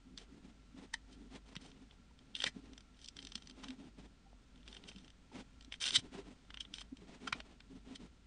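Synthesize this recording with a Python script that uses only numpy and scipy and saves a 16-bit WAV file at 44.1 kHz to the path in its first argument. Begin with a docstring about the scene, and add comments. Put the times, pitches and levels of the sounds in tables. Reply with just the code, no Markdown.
"""A desk in a quiet room, microphone close to the sheet: hum and faint hiss lie underneath throughout.
First the writing hand slides and bumps, with faint ticks and one flick just before 1 s. Near 2.4 s the broad
nib snaps in loud ticks, then stutters and ticks finely until the hand is left alone near 4 s. Slow pulls
follow, then the strongest scrape at 5.8 s and the loudest flick, a chirp near 6 s. More ticks and strokes
lead to sharp flicks at 7.3 s; the hand slides on to the end, with a last faint flick and stroke."""
import sys
import numpy as np
from scipy import signal
from scipy.fft import rfft, irfft
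from scipy.io import wavfile
from scipy.ndimage import uniform_filter1d

SR = 44100
rng = np.random.default_rng(int(sys.argv[2]) if len(sys.argv) > 2 else 0)


def bounce(signal):
    """Save signal as a 16-bit WAV file at the path given by the first command-line argument."""
    frames = np.transpose(np.atleast_2d(signal))
    limited = np.clip(frames, -1, 1)
    pcm = np.round(limited * 32767).astype(np.int16)
    wavfile.write(sys.argv[1], SR, pcm)


N = 364266
TIME = np.arange(N) / SR
TOP_HZ = 9750  # upper limit of the recorder


def undb(db):
    """Decibels to amplitude gain."""
    return 10 ** (np.asarray(db) / 20)


def unit(x):
    """Scale to rms 1."""
    return x / np.sqrt(np.mean(x ** 2))


def add(out, x, start_s):
    """Mix x into out from start_s on."""
    i = max(int(start_s * SR), 0)
    out[i:i + len(x)] += x[:len(out) - i]


def colour(x, spectrum, size=8192):
    """Causal minimum-phase filter with the given spectrum, from the cepstrum of its log gain; rms 1."""
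    point_hz, point_db = np.transpose(spectrum)
    hz = np.maximum(np.fft.rfftfreq(size, 1 / SR), 1)
    gain_db = np.interp(np.log(hz), np.log(point_hz), point_db)
    cepstrum = irfft(np.log(undb(gain_db)))
    # fold the cepstrum onto positive time, so that nothing sounds early
    cepstrum[1:size // 2] *= 2
    cepstrum[size // 2 + 1:] = 0
    response = irfft(np.exp(rfft(cepstrum)))
    return unit(signal.fftconvolve(x, response)[:len(x)])


def resonate(x, hz, width_hz):
    """One resonance, gain 1 at its centre."""
    return signal.lfilter(*signal.iirpeak(hz, hz / width_hz, fs=SR), x)


def band(x, low_hz, high_hz):
    """Band-pass without delay."""
    return signal.sosfiltfilt(signal.butter(2, [low_hz, high_hz], "band", fs=SR, output="sos"), x)


def dull(x, corner_hz):
    """Gentle one-pole roll-off of the treble."""
    pole = np.exp(-2 * np.pi * corner_hz / SR)
    return signal.lfilter([1 - pole], [1, -pole], x)


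def walk(rate_hz):
    """Smooth random wander of rms near 1, with rate_hz new targets a second."""
    step = int(SR / rate_hz)
    targets = np.repeat(rng.standard_normal(N // step + 1), step)
    return unit(uniform_filter1d(targets, step)[:N])


def grains(rate_hz, spread_db):
    """Random tiny slips, at a rate that may change: many small, a few large; rms 1."""
    hit = rng.random(N) < rate_hz / SR
    size = undb(spread_db * np.minimum(rng.exponential(size=N), 3))
    sign = rng.choice([-1, 1], N)
    return unit(hit * size * sign / np.sqrt(rate_hz))  # even power when the rate changes


def swell(rise_s, fall_s, size=4096):
    """Envelope that grows exponentially to 1 and dies away, and the time of its top."""
    top_s = size / 3 / SR
    t = np.arange(size) / SR - top_s
    return np.exp(np.where(t < 0, t / rise_s, -t / fall_s)), top_s


def gesture(start_s, length_s, attack_s, release_s):
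    """Attack, hold and release of one movement, and its progress from -1 to 1."""
    t = TIME - start_s
    attack = np.clip(t / attack_s + .5, 0, 1)
    release = np.clip((length_s - t) / release_s + .5, 0, 1)
    return attack * release, np.clip(2 * t / length_s - 1, -1, 1)


# spectrum of the quiet room's hiss: freq_hz, density_db
ROOM_SPECTRUM = [(25, 1), (45, 1), (70, 1.5), (110, -4), (250, -2), (340, -13.5), (560, -18), (1270, -21.5),
                 (1360, -11.5), (1450, -21), (3500, -22.5), (6500, -28), (9000, -33), (11000, -53)]


def room_tone(hum_hz=49, waver_hz=5, hum_db=-65.5, hiss_db=-65):
    """All around: a low sine hum that wavers in pitch and strength, and smooth filtered-noise hiss."""
    pitch_hz = hum_hz + waver_hz * walk(rate_hz=26)
    phase = 2 * np.pi * np.cumsum(pitch_hz) / SR
    hum = unit(np.sin(phase)) * undb(hum_db + 3.0 * walk(rate_hz=13))
    hiss = colour(rng.standard_normal(N), ROOM_SPECTRUM)
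    return hum + hiss * undb(hiss_db + .5 * walk(rate_hz=3))


def reflections(x, wet_db=-19, gap_s=0.0011, t60_s=.09, size=8192):
    """A weak, very short echo from the desk and things near it: a decaying noise tail."""
    t = np.arange(size) / SR
    decay = np.exp(-np.log(1000) * t / t60_s) * (t > gap_s)
    tail = band(rng.standard_normal(size), 180, 10000) * decay
    return undb(wet_db) * signal.fftconvolve(x, tail / np.linalg.norm(tail))[:N]


# the hand slides over the sheet, close by: start_s, length_s, desk_rumble_db, skin_hiss_db
SLIDES = [(0.06, 0.14, -60, -81), (0.183, 0.061, -69, -64), (0.291, 0.11, -58, -72),
          (0.437, 0.075, -56.5, -67), (0.762, 0.089, -53, -61), (1.08, 0.093, -63, -72.5),
          (1.169, 0.11, -55, -71), (1.313, 0.063, -54, -57.5), (1.451, 0.1, -65, -66.5),
          (1.611, 0.097, -57, -63.5), (1.725, 0.12, -59.5, -70.5), (1.895, 0.06, -67, -71),
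          (2.175, 0.29, -68.5, -78), (2.435, 0.052, -56.5, -54.5), (2.553, 0.048, -58, -68.5),
          (2.606, 0.15, -59.5, -71), (3.153, 0.39, -65.5, -77.5), (3.565, 0.19, -60.5, -64.5),
          (3.777, 0.12, -57, -67.5), (3.972, 0.093, -56.5, -65.5), (4.516, 0.15, -68.5, -79),
          (4.66, 0.15, -62, -67.5), (4.818, 0.10, -59, -67.5), (4.942, 0.14, -62, -72.5),
          (5.333, 0.086, -50, -56), (5.913, 0.097, -57.5, -68), (6.015, 0.077, -54.5, -66.5),
          (6.13, 0.09, -50, -54.5), (6.237, 0.09, -56, -65), (6.637, 0.23, -65, -76),
          (6.993, 0.06, -55.5, -68.5), (7.076, 0.11, -58.5, -64), (7.21, 0.1, -52.5, -58.5),
          (7.335, 0.074, -59, -62.5), (7.441, 0.11, -61, -66), (7.705, 0.081, -55, -67.5),
          (7.864, 0.099, -54.5, -62.5), (8.001, 0.069, -52, -62)]
# spectrum of the desk top's rumble: freq_hz, density_db
RUMBLE_SPECTRUM = [(50, -34), (100, -16.5), (160, -12.5), (190, -4.5), (232, -6), (264, 2.5), (282, -4.5),
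                   (310, -9), (368, -18), (392, -12.5), (425, -17), (500, -32.5), (900, -52)]
# spectrum of skin hissing on paper: freq_hz, density_db
SKIN_SPECTRUM = [(280, -12), (400, 3.5), (540, -2.5), (670, 1), (930, -3), (1130, -7), (1400, -7.5),
                 (1900, -7.5), (3400, -7.5), (4500, -12.5), (6500, -16.5), (9000, -21.5), (12000, -43)]


def hand(ends_lift_db=0.5, judder_db=2.5):
    """Skin judders over the sheet, a touch louder at a slide's ends: the desk rumbles, the paper hisses."""
    # the resting hand is never quite still
    rumble = np.full(N, undb(-74.5))
    hiss = np.full(N, undb(-83))
    for start_s, length_s, rumble_db, hiss_db in SLIDES:
        gate, progress = gesture(start_s, length_s, attack_s=0.042, release_s=0.04)
        push = gate * undb(ends_lift_db * progress ** 2)
        rumble = np.maximum(rumble, push * undb(rumble_db))
        hiss = np.maximum(hiss, push * undb(hiss_db))
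    judder = undb(judder_db * walk(rate_hz=54))
    desk = colour(grains(rate_hz=1500, spread_db=1), RUMBLE_SPECTRUM)
    skin = colour(grains(rate_hz=6000, spread_db=1.5), SKIN_SPECTRUM)
    return (desk * rumble + skin * hiss) * judder


# bumps of hand and pen on the desk: top_s, envelope_peak_db, pitch_hz, rise_s, fall_s
BUMPS = [(0.749, -46.5, 256, 0.0034, 0.014), (0.942, -42.5, 913, .003, 0.0032),
         (1.568, -38.5, 173, 0.0014, 0.004), (2.113, -64, 945, 0.0038, 0.0038),
         (2.441, -41, 536, 0.00065, 0.0032), (2.467, -44.5, 148, 0.0046, 0.0047),
         (2.569, -38.5, 208, 0.0042, 0.0024), (3.357, -44.5, 225, 0.0015, 0.009),
         (3.70, -40, 258.7, 0.011, 0.025), (4.27, -61, 783, .008, 0.0079),
         (4.331, -50.5, 686, 0.0007, 0.0015), (4.964, -49, 195, 0.0062, 0.022),
         (5.318, -53, 880, .001, 0.0044), (5.682, -50, 266, 0.0052, 0.0049),
         (5.987, -40, 115, 0.0051, 0.0054), (6.195, -46.5, 395, 0.018, 0.011),
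         (6.929, -37, 261.4, 0.0048, 0.0081), (7.095, -55, 700, 0.0064, 0.0043),
         (7.278, -44.5, 756, 0.0018, 0.0036), (7.327, -46, 636, .001, 0.0026),
         (7.33, -44, 117, 0.0014, 0.0075), (7.404, -50, 630, .002, 0.0046)]


def bumps():
    """A light contact stirs one well-damped motion of the desk: a sine under a brief swell."""
    out = np.zeros(N)
    for time_s, db, hz, rise_s, fall_s in BUMPS:
        envelope, top_s = swell(rise_s, fall_s)
        t = np.arange(len(envelope)) / SR - top_s
        thud = envelope * np.sin(2 * np.pi * hz * t)
        add(out, undb(db) * thud, time_s - top_s)
    return out


# resonances of nib and shaft: freq_hz, width_hz, level_db
NIB_MODES = [(1580, 160, -14), (1790, 110, -9), (2354, 60, -11), (2990, 120, -2), (3150, 140, 0),
             (3350, 80, -4), (3580, 70, -7), (3850, 100, -3), (4135, 45, -11), (4767, 48, -6),
             (5066, 45, -7), (5550, 70, -8), (5842, 70, -9), (6250, 300, -14), (7150, 400, -17),
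             (9000, 900, -16)]
# spectrum radiated straight from the paper fibres: freq_hz, density_db
FIBRE_SPECTRUM = [(200, -10), (600, -9.5), (1200, -7.5), (1700, -1.5), (2650, 0.5), (3150, -2.5),
                  (4300, 3.5), (6100, 0.5), (6650, -17.5), (7200, -7), (9400, -16.5), (12000, -16)]


def nib(force, fibre_db):
    """A force at the tip rings the pen's modes; the fibres radiate it directly too, at fibre_db to the ring."""
    ring = 0
    for k, (hz, width_hz, db) in enumerate(NIB_MODES):
        ring = ring + (-1) ** k * undb(db) * resonate(force, hz, width_hz)  # neighbours in opposite phase
    return unit(unit(ring) + undb(fibre_db) * colour(force, FIBRE_SPECTRUM))


# strokes of the nib: start_s, length_s, relative_level_db, swell_db (from start to end)
STROKES = [(0.18, 0.05, -64, -3), (1.118, 0.034, -64, -8.5), (1.46, 0.045, -68, -4.5),
           (1.61, 0.1, -62, -12), (2.357, 0.132, -49.5, 9), (2.96, 0.1, -65.5, 13.5),
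           (3.167, 0.35, -69.5, -7.5), (3.677, 0.034, -62.5, -2.5), (4.652, 0.13, -65, 8.5),
           (4.87, 0.22, -70, -7), (5.72, 0.04, -57.5, -1), (5.807, 0.097, -37, 1), (5.914, 0.086, -44, -2),
           (6.604, 0.037, -60, -4), (6.739, 0.085, -54, 7), (7.935, 0.035, -62.5, 7)]


def scrape(drag_db=1.5, flutter_db=2.5, gain_db=-2.5):
    """Stick-slip grains over an even drag; a faster stroke is louder and crosses more fibres."""
    speed = np.full(N, 1e-6)
    for start_s, length_s, db, swell_db in STROKES:
        gate, progress = gesture(start_s, length_s, attack_s=0.014, release_s=0.022)
        speed += gate * undb(db + swell_db * progress / 2)
    slip_rate_hz = 1100 * (speed / speed.max()) ** 0.5
    slips = grains(slip_rate_hz, spread_db=6.0)
    drag = undb(drag_db) * rng.standard_normal(N)
    flutter = undb(gain_db + flutter_db * walk(rate_hz=150))
    return nib(slips + drag, fibre_db=-2) * speed * flutter


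# quick flicks of the nib: top_s, level_db, rise_s, fall_s, chirp_hz, chirp_over_scrape_db, treble_corner_hz
FLICKS = [(0.9399, -31, 0.0023, 0.0028, 1840, 2, 20000), (2.4667, -31, 0.004, 0.0033, 2230, 1, 6000),
          (2.4734, -34.5, 0.00073, 0.0045, 1830, 3, 6900), (3.642, -43.5, 0.0052, 0.0025, 1020, -4, 2000),
          (4.889, -48, 0.0076, 0.0071, 2990, -2, 7040), (5.963, -21, 0.011, 0.0037, 3740, -1.5, 12000),
          (6.607, -35.5, 0.0023, 0.0034, 3070, 4.5, 6950), (7.276, -34.5, 0.0027, 0.0048, 1330, 1, 1000),
          (7.3268, -27.5, 0.0011, 0.0022, 1300, 2.5, 1500), (7.328, -29.5, 0.0016, 0.002, 2200, 8.5, 1800),
          (7.959, -44.5, 0.0038, 0.0022, 3720, -6, 7200)]


def flicks(chirp_width_hz=480, low_cut_share=0.28):
    """A fast slip swells in milliseconds and the nib chatters at one pitch; a higher one has less body."""
    out = np.zeros(N)
    for time_s, db, rise_s, fall_s, hz, chirp_db, corner_hz in FLICKS:
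        envelope, top_s = swell(rise_s, fall_s)
        drag, chatter = rng.standard_normal((2, len(envelope))) * envelope
        chirp = resonate(chatter, hz, chirp_width_hz)
        chirp = resonate(chirp, hz, chirp_width_hz)  # twice: steep skirts
        rasp = dull(nib(drag, fibre_db=-2.0), corner_hz)
        rasp = band(rasp, low_cut_share * hz, 2 * TOP_HZ)
        sound = unit(unit(rasp) + undb(chirp_db) * unit(chirp))
        envelope_rms = np.sqrt(np.mean(envelope ** 2))
        add(out, sound * envelope_rms * undb(db), time_s - top_s)
    return out


# slow pulls, where the nib stutters in faint ticks:
# start_s, length_s, ring_db (before the ring trim in ticks), tip_relative_db (before the tip trim)
STUTTERS = [(2.616, 0.06, -67, -5), (2.94, 0.07, -69.5, 1.5), (3.189, 0.11, -68, 6),
            (4.547, 0.12, -66.5, -7), (4.701, 0.088, -53, -7.5), (4.979, 0.13, -62, -4),
            (5.616, 0.045, -61, 0), (6.377, 0.1, -68.5, -6), (6.952, 0.03, -61.5, -0.5)]


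def stutter_ticks(gap_s=0.025, scatter_db=3, slap_db=-5):
    """Faint ticks at uneven gaps through each slow pull, as rows like those of TICKS."""
    rows = []
    chances = rng.standard_normal((len(STUTTERS), 16, 3))
    for (start_s, length_s, db, tip_db), chance in zip(STUTTERS, chances):
        gaps = gap_s * np.exp(0.42 * chance[:, 0])
        lags = np.cumsum(gaps) - gaps[0] / 2
        for lag, (_, ring, bright) in zip(lags, scatter_db * chance):
            if lag < length_s:
                rows.append((start_s + lag, db + ring, slap_db, tip_db + bright))
    return rows


# single ticks of the nib, from loud snaps to very faint (levels before the trims in ticks):
# start_s, ring_db, paper_slap_relative_db, tip_brightness_relative_db
TICKS = [(0.176, -47, -10, 2), (0.183, -55, -2, 2.5), (1.5538, -63.5, 14, 12), (1.564, -43, -5, -9.5),
         (1.716, -59, -6, -7), (1.9096, -57, -8, -15), (2.1893, -62, -5, -3), (2.3514, -34, -21, -14),
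         (2.363, -41, -15, -26), (2.4024, -33, -16, -29), (2.42, -37.5, -5, -6), (2.4395, -28, -6, -5.5),
         (2.733, -60.5, -2, 1), (2.778, -55.5, -2.5, 2.5), (2.806, -65.5, 1, 6), (3.015, -60, -23, 2),
         (3.044, -54, -24, 3.5), (3.0587, -58, -17, 8), (3.077, -57, -24.5, 2), (3.0851, -48.5, -14, 4.5),
         (3.1667, -52, -4, 2), (3.189, -44, -10, -9), (3.2257, -55, -4, 2), (3.249, -52, -10, 3),
         (3.2699, -50.5, -5, 2), (3.3197, -49.5, -7, -1), (3.3541, -40.5, -8.5, 3), (3.3773, -59, -1, 0),
         (3.4217, -57, -5, -2), (3.472, -61.5, 1, 11.5), (3.4974, -57.5, -2, 5), (3.5097, -57.5, -16, 0),
         (3.684, -49, -4, -4), (3.7045, -50.5, -1, -4), (4.6772, -53, -1.5, -3), (4.683, -53, -14, -9),
         (4.728, -53.5, -9, -15), (4.767, -48, -9, -11), (4.8379, -55.5, -5, -6), (4.915, -63, 8.5, -17),
         (4.9607, -54.5, -12, -5), (4.983, -57, -10, -4), (5.0802, -59.5, -12, -10), (5.4042, -60.5, 5, -7),
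         (5.6088, -59, -4, 0.5), (5.7228, -41.5, -2, -10), (5.7399, -44.5, -2, -16), (5.8397, -33, -16, -9),
         (5.8549, -34, -11, -8), (5.8682, -35.5, -16, -13), (5.877, -33, -18, -10), (5.8844, -37, -25, -9),
         (5.9062, -34, -13, -5), (5.9295, -45, -17.5, -5), (6.5039, -54.5, 5, -7), (6.542, -48.5, -1, -8),
         (6.572, -45, -4.5, -14), (6.6508, -49.5, -10, -26), (6.739, -40, -13.5, -4),
         (6.783, -45.5, -6, -7), (6.8146, -48.5, -3, -14), (7.4026, -48, 2, -6.5), (7.6038, -59.5, 4, -2)]


def ticks(ring_trim_db=-3, slap_trim_db=-2.5, tip_trim_db=-3):
    """Each tick swells briefly out of faint noise, snaps within milliseconds and dies away, in three bands."""
    out = np.zeros(N)
    rows = TICKS + stutter_ticks()
    snap, top_s = swell(rise_s=0.00049, fall_s=0.0016)
    skirt, _ = swell(rise_s=0.0038, fall_s=0.0055)
    faint_skirt, _ = swell(rise_s=0.009, fall_s=0.007)
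    envelope = snap + undb(-19) * skirt + undb(-34) * faint_skirt
    force = envelope * rng.choice([-1, 1], (len(rows), len(snap)))  # random signs: noise
    sound = nib(force.ravel(), fibre_db=18)
    times, db, slap_db, tip_db = np.transpose(rows)
    layers = [
        (band(sound, 500, 2550), slap_db + slap_trim_db),
        (band(sound, 2800, 3700), ring_trim_db),
        (band(sound, 4000, 11000), tip_db + tip_trim_db),
    ]
    for layer, layer_db in layers:
        for time_s, tick, gain in zip(times, layer.reshape(force.shape), undb(db + layer_db)):
            loudest = np.sqrt(uniform_filter1d(tick ** 2, size=176).max())  # rms over 4 ms
            add(out, gain * tick / loudest, time_s - top_s + 0.0011)  # snap tops 1.1 ms after start_s
    return out


def scene():
    """Pen and hand on the desk, close to the microphone, in the room."""
    writing = scrape() + flicks() + bumps() + hand() + ticks()
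    return (writing + reflections(writing) + room_tone())[None]


def record(dry):
    """The recorder cuts the top with a steep elliptic low-pass."""
    return signal.sosfilt(signal.ellip(8, .2, 70, TOP_HZ, fs=SR, output="sos"), dry)


dry = scene()
out = record(dry)
bounce(out)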